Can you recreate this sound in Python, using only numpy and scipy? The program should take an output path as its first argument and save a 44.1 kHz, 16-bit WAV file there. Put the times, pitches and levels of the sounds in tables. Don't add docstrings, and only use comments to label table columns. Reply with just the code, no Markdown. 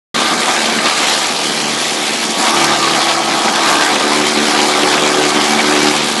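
import sys
import numpy as np
from scipy import signal
from scipy.fft import rfft, irfft
from scipy.io import wavfile
from scipy.ndimage import uniform_filter1d

SR = 44100
rng = np.random.default_rng(int(sys.argv[2]) if len(sys.argv) > 2 else 0)


def unload_wav(signal):
    wavfile.write(
        sys.argv[1],
        SR,
        np.round(np.clip(np.atleast_2d(signal).T, -1, 1) * 32767).astype(np.int16),
    )


N = 273420
TIME = np.arange(N) / SR

# (time [s], rate [Hz])
KNIFE_RATE = [(.14, 73.9), (.5, 75.35), (.8, 75.0), (1.6, 75.3), (2.25, 75.35), (2.7, 74.4), (3.05, 74.4),
              (3.5, 74.72), (3.75, 73.94), (4.0, 74.0), (4.25, 74.58), (4.8, 73.9), (5.5, 74.24),
              (5.8, 74.28), (6.2, 74.74)]
# (time [s], load [no unit])
KNIFE_LOAD = [(.15, 0.77), (.8, 1.3), (1.3, -0.49), (2.3, -0.58), (2.6, -0.39), (3.5, -0.21), (3.9, 1.6),
              (4.3, 0.87), (4.55, 0.91), (4.8, 0.87), (5.2, 0.28), (5.52, 0.81), (5.74, 1.5), (5.9, 1),
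              (6.05, 0.25), (6.2, 0.78)]
# (time [s], feed [dB])
FEED_LEVEL = [(.15, -0.5), (1.15, -0.5), (1.35, -0.6), (2.1, -0.8), (2.33, -2.5), (2.42, -1.5), (2.9, 1.5),
              (3.17, -2.1), (3.52, 0), (3.7, 0.5), (3.9, 0), (4.05, -1), (4.2, -1.5), (4.4, 0.3), (4.6, .5),
              (4.95, 0.7), (5.15, 0.5), (5.3, 0.5), (5.47, 0), (5.7, 0.2), (5.87, 0.3), (6.05, -1),
              (6.2, -2.5)]
# (time [s], length [s], change [dB])
FEED_GAPS = [(.33, .075, -2.5), (1.332, .03, -1.5), (2.26, .035, -3.5), (3.5, 0.045, -2),
             (3.963, 0.039, -2), (4.302, 0.082, -1.5), (4.666, 0.027, -2.5), (5.15, 0.035, -1.5),
             (5.305, .03, -3), (5.377, .03, -4), (5.53, .03, 1)]
# (time [s], length [s], extra tearing [dB], extra crackle [dB])
BITES = [(0.195, 0.11, 1.5, 0), (0.376, 0.018, -0.5, 1), (0.47, 0.089, 3, 1), (0.83, 0.036, 3.5, 0),
         (0.96, 0.14, 2.5, 2.5), (1.087, 0.045, 2.5, 1.5), (1.168, .012, -1, 3.5), (1.218, .018, 1.5, 2),
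         (1.426, .018, 0.5, 2), (1.776, 0.032, 0.5, 3), (2.208, .04, 1.5, 1), (2.37, 0.13, 2.5, 4),
         (2.55, 0.12, 2.5, 1.5), (2.69, .04, 1, -0.5), (2.976, 0.046, 3, -0.5), (3.075, 0.023, 4, -1),
         (3.262, .015, 2, -4), (3.533, 0.023, 3, -4), (3.613, 0.099, 1, 2.5), (3.765, 0.042, 2, 0),
         (4.096, 0.07, 2, 1), (4.257, 0.031, 1.5, 3.5), (4.49, 0.27, 1, 1), (4.72, 0.013, -1.5, -3),
         (4.874, 0.056, 1.5, 1.5), (5.354, 0.018, 2.5, -1), (5.428, .02, 1, 3), (5.584, .02, 0.5, -1),
         (5.745, 0.1, 1, 1.5), (5.977, .02, 1.5, -4)]
# (time [s], pitch [Hz], level [dB])
SNAPS = [(0.786, 2140, -11), (.865, 2300, -15), (2.566, 2000, -16), (2.645, 3900, -14), (2.876, 1500, -12),
         (3.112, 2200, -13), (3.480, 1700, -10), (3.830, 3600, -18), (3.925, 3700, -16), (3.962, 2070, -17),
         (4.164, 2000, -22), (4.494, 2080, -20), (4.978, 2100, -10), (5.232, 2100, -17), (5.495, 2280, -17),
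         (5.870, 3800, -13)]
# (time [s], level [dB])
TICKS = [(2.644, -5), (3.019, -8), (3.559, -7.5), (4.774, -7), (5.419, -8)]
# (time [s], length [s], pitch [Hz], level [dB])
SCRAPES = [(3.762, 0.13, 1586, -21.5), (4.043, .16, 1030, -24), (4.23, 0.096, 3110, -24),
           (4.24, 0.12, 3170, -25.5), (4.44, 0.14, 736, -22), (4.54, 0.14, 958, -25),
           (4.85, 0.13, 1526, -25), (5.01, 0.075, 2360, -24), (5.14, 0.11, 1550, -26),
           (5.33, 0.087, 3080, -25), (5.464, 0.087, 2270, -23), (5.496, 0.13, 753, -19.5),
           (5.57, .06, 2290, -21), (5.795, .055, 2290, -18), (5.8, 0.14, 820, -21.5)]

# (frequency [Hz], relative level [dB])
TEAR_COLOUR = [(150, -36), (500, -2.5), (1000, -8.5), (1600, -4), (2250, -0.5), (2750, -1.5), (3400, 1),
               (4600, -2.5), (6000, -7.5), (8000, -21.5), (12000, -47)]
CRACKLE_COLOUR = [(1500, -51), (4000, 3), (6000, 3.5), (7300, 4), (8800, -0.5), (10200, -0.5), (11500, -5),
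                  (13000, -55)]
CRUNCH_COLOUR = [(80, -89), (300, -36.5), (520, 4), (800, -2), (1200, -10), (1550, 7.5), (1900, 0.5),
                 (2300, 6), (2800, -17.5), (4000, -23)]
SPLINTER_COLOUR = [(100, -65), (600, -17), (1600, -3.5), (2200, 0.5), (2800, 2), (3700, -0.5), (5500, -9.5),
                   (8000, -8.5), (12000, -31)]
TICK_COLOUR = [(300, -35), (1500, -6), (3500, 0), (7000, -3), (11500, -8)]
HOOD_COLOUR = [(200, -37.5), (520, -17), (680, 1), (790, 2), (950, -0.5), (1070, -2), (1200, -2.5),
               (1300, -1), (1420, -6), (2000, -11.5), (4000, -50.5)]
FRAME_COLOUR = [(15, -49), (50, -63), (100, -19.5), (130, -14), (170, -5), (240, 1), (350, 1.5),
                (480, -4.5), (620, -5), (900, -20), (2000, -46.5)]

# (pitch [Hz], relative level [dB], time to fade by 60 dB [s])
HOOD_NOTES = [(743.5, 10, 0.11), (807, 7.5, 0.14), (956, 11, 0.21), (1120, 10, 0.042), (1200, 9.5, 0.17),
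              (1253, 2, 0.067), (1285, 1.5, 0.23), (1567, 4, 0.091)]
# (pitch [times the knife rate], level in leaves [dB], level in stems [dB])
WHIRR_TONES = [(9, -35, -35), (10, -33, -31), (10.5, -38, -42), (11, -32.5, -34), (12, -40, -38),
               (13, -40, -40), (14, -39, -38), (15, -32, -34), (17, -36, -39), (18, -43, -43),
               (19, -44, -41), (22, -45, -46), (23, -43, -45), (24, -45, -47), (27, -43, -47),
               (30.5, -42, -44)]
# (pitch [times the knife rate], relative level [dB])
WHINE = [(16, 0), (21, -4)]
BASS, BODY, DRONE, GROWL = [(2, 0), (1, -19)], [(3, 0)], [(5, 0), (4, -.5)], [(6, -1), (7, -1.5), (8, -6)]

# (time [s], level [dB])
CHAFF_LEVEL = [(.15, -21), (.4, -20.5), (.55, -21.5), (.7, -22), (1.15, -22), (1.35, -22.5), (1.8, -23),
               (2.33, -26.5), (2.45, -18), (3.35, -19), (3.68, -16.5), (4.35, -20.5), (4.6, -18),
               (5.87, -18.5), (6.05, -23), (6.2, -23)]
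CLANG_LEVEL = [(.15, -21.5), (.5, -28), (.7, -39), (.87, -23), (1.2, -35), (2.33, -52), (2.53, -22.5),
               (2.88, -21), (3.1, -44), (3.4, -33), (3.75, -23), (4.1, -25.5), (4.4, -34), (4.65, -31),
               (5.7, -25.5), (6.2, -35)]
BUZZ_LEVEL = [(.15, -33), (.9, -38), (1.6, -45), (2.25, -38), (2.45, -29.5), (2.75, -27), (3.05, -28.5),
              (3.45, -28.5), (3.65, -26.5), (4.15, -35), (4.4, -31), (5.0, -34), (5.8, -31), (6.2, -42)]
WHINE_LEVEL = [(.15, -32), (1.0, -29.5), (1.3, -34), (2.3, -48), (2.55, -30), (3.1, -36), (3.7, -27),
               (4.1, -40), (4.75, -30.5), (5.7, -34), (6.2, -35)]
BASS_LEVEL = [(.15, -48), (1.3, -48.5), (1.7, -36.5), (2.25, -49), (2.48, -50), (2.6, -34), (3.2, -41.5),
              (3.9, -48), (4.3, -34), (4.6, -48), (5.1, -36), (5.7, -40), (5.9, -32.5), (6.2, -42)]
BODY_LEVEL = [(.15, -25.5), (.6, -35), (.75, -24.5), (1.02, -37), (1.4, -41), (1.6, -30), (1.95, -40.5),
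              (2.15, -30), (2.5, -29.5), (2.8, -35), (3.3, -31), (3.88, -34.5), (4.35, -23.5), (4.7, -30.5),
              (5.2, -33.5), (5.57, -23), (5.72, -29.5), (5.87, -22.5), (6.0, -28), (6.15, -25)]
DRONE_LEVEL = [(.15, -41), (1.4, -37.5), (2.6, -31), (3.0, -33.5), (3.45, -43), (3.75, -29), (4.3, -23),
               (4.8, -24.5), (5.05, -25), (5.22, -20.5), (5.58, -26), (5.75, -19.5), (5.9, -19),
               (6.07, -35), (6.2, -32)]
GROWL_LEVEL = [(.15, -40), (3.6, -37), (3.95, -27), (4.45, -31.5), (4.75, -29.5), (4.95, -26.5), (5.2, -25),
               (5.38, -35), (5.75, -29), (6.2, -38)]

TEARING, CRACKLING = 2, 3
USUAL_BUZZ_DB, USUAL_CHAFF_DB = -34, -19


def shredding(passes, feed_db):
    cuts = strokes(passes, fall=.6, floor=3, uneven_db=7)
    tear = colour(clicks(20000, spread_db=1) * cuts, TEAR_COLOUR)
    tear = patchy(tear, depth_db=3.5, frames=22, bands=3)
    bursts = strokes(passes, fall=.36, floor=1, uneven_db=-.5) * amp(.84 * wander(24.2))
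    crackle = colour(clicks(20000, spread_db=.5) * bursts, CRACKLE_COLOUR)
    crackle = patchy(crackle, depth_db=2, frames=12, bands=8)
    tear_db = -18.5 + feed_db + biting(TEARING)
    crackle_db = -23.5 + .19 * feed_db + biting(CRACKLING)
    return tear * amp(tear_db) + crackle * amp(crackle_db)


def hood(passes, clang_from_hz=1040, flex_s=.0002):
    chaff = clicks(9000, spread_db=1.5) * strokes(passes, fall=1, floor=1, uneven_db=8.5)
    t = np.arange(SR // 4) / SR
    low_ring, clang = np.zeros((2, N))
    for hz, db, fade_s in HOOD_NOTES:
        note = amp(db - 60 * t / fade_s) * np.sin(2 * np.pi * hz * t)
        ring = signal.oaconvolve(clicks(500, spread_db=.5), note)[:N]
        ring = np.interp(TIME + flex_s * wander(6), TIME, ring)
        if hz < clang_from_hz:
            low_ring += ring
        else:
            clang += ring
    chaff_db = curve(CHAFF_LEVEL) + .89 * biting(TEARING) + .8 * wander(30)
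    drumming = amp(-2.5) * colour(chaff, HOOD_COLOUR) + amp(-11) * unit(low_ring)
    return drumming * amp(chaff_db) + unit(clang) * amp(curve(CLANG_LEVEL))


def stems(passes, feed_db):
    cuts = clicks(9000, spread_db=1.2) * strokes(passes, fall=.3, floor=.5, uneven_db=3.5)
    crunch = patchy(colour(cuts, CRUNCH_COLOUR), depth_db=11, frames=20, bands=2)
    return crunch * amp(-29 + 5.5 * curve(KNIFE_LOAD) + feed_db + .87 * biting(TEARING))


def splinters(passes, feed_db):
    cuts = strokes(passes, fall=.45, floor=.1, uneven_db=5)
    skin = colour(clicks(12000, spread_db=0) * cuts, SPLINTER_COLOUR)
    skin = patchy(skin, depth_db=9.5, frames=8, bands=8)
    return skin * amp(-27 + 4.5 * feed_db + 2 * curve(KNIFE_LOAD))


def snaps(rise_s=.001, fall_s=.007, width_octaves=.62):
    t, out = np.arange(SR // 25) / SR, np.zeros(N)
    shape = np.minimum(t / rise_s, 1) * np.exp(-np.maximum(t - rise_s, 0) / fall_s)
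    for start, hz, db in SNAPS:
        octaves_away = np.log2((np.fft.rfftfreq(len(t), 1 / SR) + 1) / hz)
        fibres = soft_noise(len(t), damping=(octaves_away / width_octaves) ** 4)
        out[round(start * SR):][:len(t)] += amp(db) * fibres * shape
    return out


def ticks(fall_s=.0012):
    t, bursts = np.arange(SR // 100) / SR, np.zeros(N)
    for start, db in TICKS:
        bursts[round(start * SR):][:len(t)] += amp(db) * np.exp(-t / fall_s)
    return bursts * colour(rng.standard_normal(N), TICK_COLOUR)


def scrapes(waver_hz=24, shake_db=4.5):
    drift_hz = waver_hz * wander(93)
    shake = unit(amp(shake_db * wander(60)))
    out = np.zeros(N)
    for start, length, hz, db in SCRAPES:
        note = np.sqrt(2) * np.sin(2 * np.pi * np.cumsum(hz + drift_hz) / SR)
        out += amp(db) * note * swell(start, length)
    return out * shake


def rotor(passes):
    load, buzz_db = curve(KNIFE_LOAD), curve(BUZZ_LEVEL)
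    whirr = sum(amp(leaf_db + load * (stem_db - leaf_db)) * tone(passes, multiple, .45, .55, shake_hz=9)
                for multiple, leaf_db, stem_db in WHIRR_TONES)
    whirr_db = -.5 + .49 * (buzz_db - USUAL_BUZZ_DB) + .24 * (curve(CHAFF_LEVEL) - USUAL_CHAFF_DB)
    whine = chord(passes, WHINE, WHINE_LEVEL, waver=.35, slip=.45)
    hums = [(BASS, BASS_LEVEL), (BODY, BODY_LEVEL), (DRONE, DRONE_LEVEL), (GROWL, GROWL_LEVEL)]
    hum = sum(chord(passes, tones, level, waver=.17, slip=.18) for tones, level in hums)
    buzz = tone(passes, 9 / 2, waver=.25, slip=.35)
    flutter_db = 1.6 * wander(21)
    return whirr * amp(whirr_db) + whine + hum * amp(flutter_db) + buzz * amp(buzz_db)


def knocks(passes):
    blows = clicks(9000, spread_db=0) * strokes(passes, fall=.17, floor=.65, uneven_db=5)
    level_db = -26 + .5 * curve(KNIFE_LOAD) + .082 * (curve(CHAFF_LEVEL) - USUAL_CHAFF_DB)
    return colour(blows, FRAME_COLOUR) * amp(level_db + 1.9 * wander(14))


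def yard(x, echo_db, fade_s):
    t = np.arange(SR // 3) / SR
    echoes = rng.standard_normal(len(t)) * (rng.random(len(t)) < 2000 / SR)
    echoes *= (t > .004) * amp(-60 * t / fade_s)
    return x + amp(echo_db) * signal.oaconvolve(x, echoes / np.linalg.norm(echoes))[:N]


def strokes(passes, fall, floor, uneven_db):
    strength = amp(uneven_db * rng.uniform(-1, 1, 1000)[passes.astype(int)])
    return floor + strength * np.exp(-(passes % 1) / fall)


def biting(column, rise_s=.014, fall_s=.036):
    return sum(bite[column] * np.clip((TIME - bite[0]) / rise_s, 0, 1)
               * np.exp(-np.maximum(TIME - bite[0] - bite[1], 0) / fall_s) for bite in BITES)


def clicks(per_s, spread_db):
    size = amp(spread_db * np.minimum(rng.exponential(1, N), 4))
    return unit(size * rng.standard_normal(N) * (rng.random(N) < per_s / SR))


def patchy(x, depth_db, frames, bands):
    spectrum = signal.stft(x, nperseg=256)[2]
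    patches = uniform_filter1d(rng.standard_normal(spectrum.shape), bands, 0)
    patches = unit(uniform_filter1d(patches, frames, 1))
    patches = np.minimum(patches, .5 * np.tanh(2 * patches))
    return unit(signal.istft(spectrum * amp(depth_db * patches), nperseg=256)[1][:N])


def chord(passes, tones, level, waver, slip):
    return amp(curve(level)) * sum(amp(db) * tone(passes, multiple, waver, slip) for multiple, db in tones)


def tone(passes, multiple, waver, slip, shake_hz=12):
    t = np.arange(0, N / SR + .01, .002)
    damping = (np.fft.rfftfreq(len(t), t[1]) / shake_hz) ** 2
    size, lag = soft_noise(len(t), damping), soft_noise(len(t), damping)
    angle = 2 * np.pi * (multiple * passes + rng.random()) + slip * np.interp(TIME, t, lag)
    return np.sqrt(2) * np.interp(TIME, t, 1 + waver * size) * np.cos(angle)


def colour(x, table):
    hz, db = np.transpose(table)
    f = abs(np.fft.fftfreq(4096, 1 / SR))
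    log_gain = np.log(amp(np.interp(np.log(f + 1), np.log(hz), db)))
    response = np.fft.ifft(np.exp(np.conj(signal.hilbert(log_gain)))).real
    return unit(signal.oaconvolve(x, response[:len(response) // 2])[:N])


def soft_noise(length, damping):
    return unit(irfft(rfft(rng.standard_normal(length)) / (1 + damping), length))


def wander(hz):
    return soft_noise(N, damping=(np.fft.rfftfreq(N, 1 / SR) / hz) ** 2)


def swell(start, length):
    return np.sin(np.pi * np.clip((TIME - start) / length, 0, 1))


def curve(rows):
    return np.interp(TIME, *np.transpose(rows))


def amp(db):
    return 10 ** (np.asarray(db) / 20)


def unit(x):
    return x / np.sqrt(np.mean(x ** 2) + 1e-20)


def scene():
    knife_hz = curve(KNIFE_RATE) * (1 + .0018 * wander(7.8))
    passes = np.cumsum(knife_hz) / SR
    gaps_db = sum(db * swell(start, length) for start, length, db in FEED_GAPS)
    feed_db = curve(FEED_LEVEL) + gaps_db + .21 * wander(30)
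    chopping = knocks(passes) + hood(passes) + stems(passes, feed_db) + shredding(passes, feed_db)
    chopping += splinters(passes, feed_db) + snaps() + ticks() + scrapes()
    return (yard(chopping, echo_db=-20.5, fade_s=.091) + rotor(passes))[None]


def record(dry, start_s=.1424, top_hz=11700):
    opened = dry * np.clip((TIME - start_s) / .0022, 0, 1)
    rounded = opened / (1 + opened ** 6) ** (1 / 6)
    treble_cut = signal.firwin(301, top_hz, window=("kaiser", 8), fs=SR)
    return signal.oaconvolve(rounded, treble_cut[None], "same")


dry = scene()
out = record(dry)
unload_wav(out)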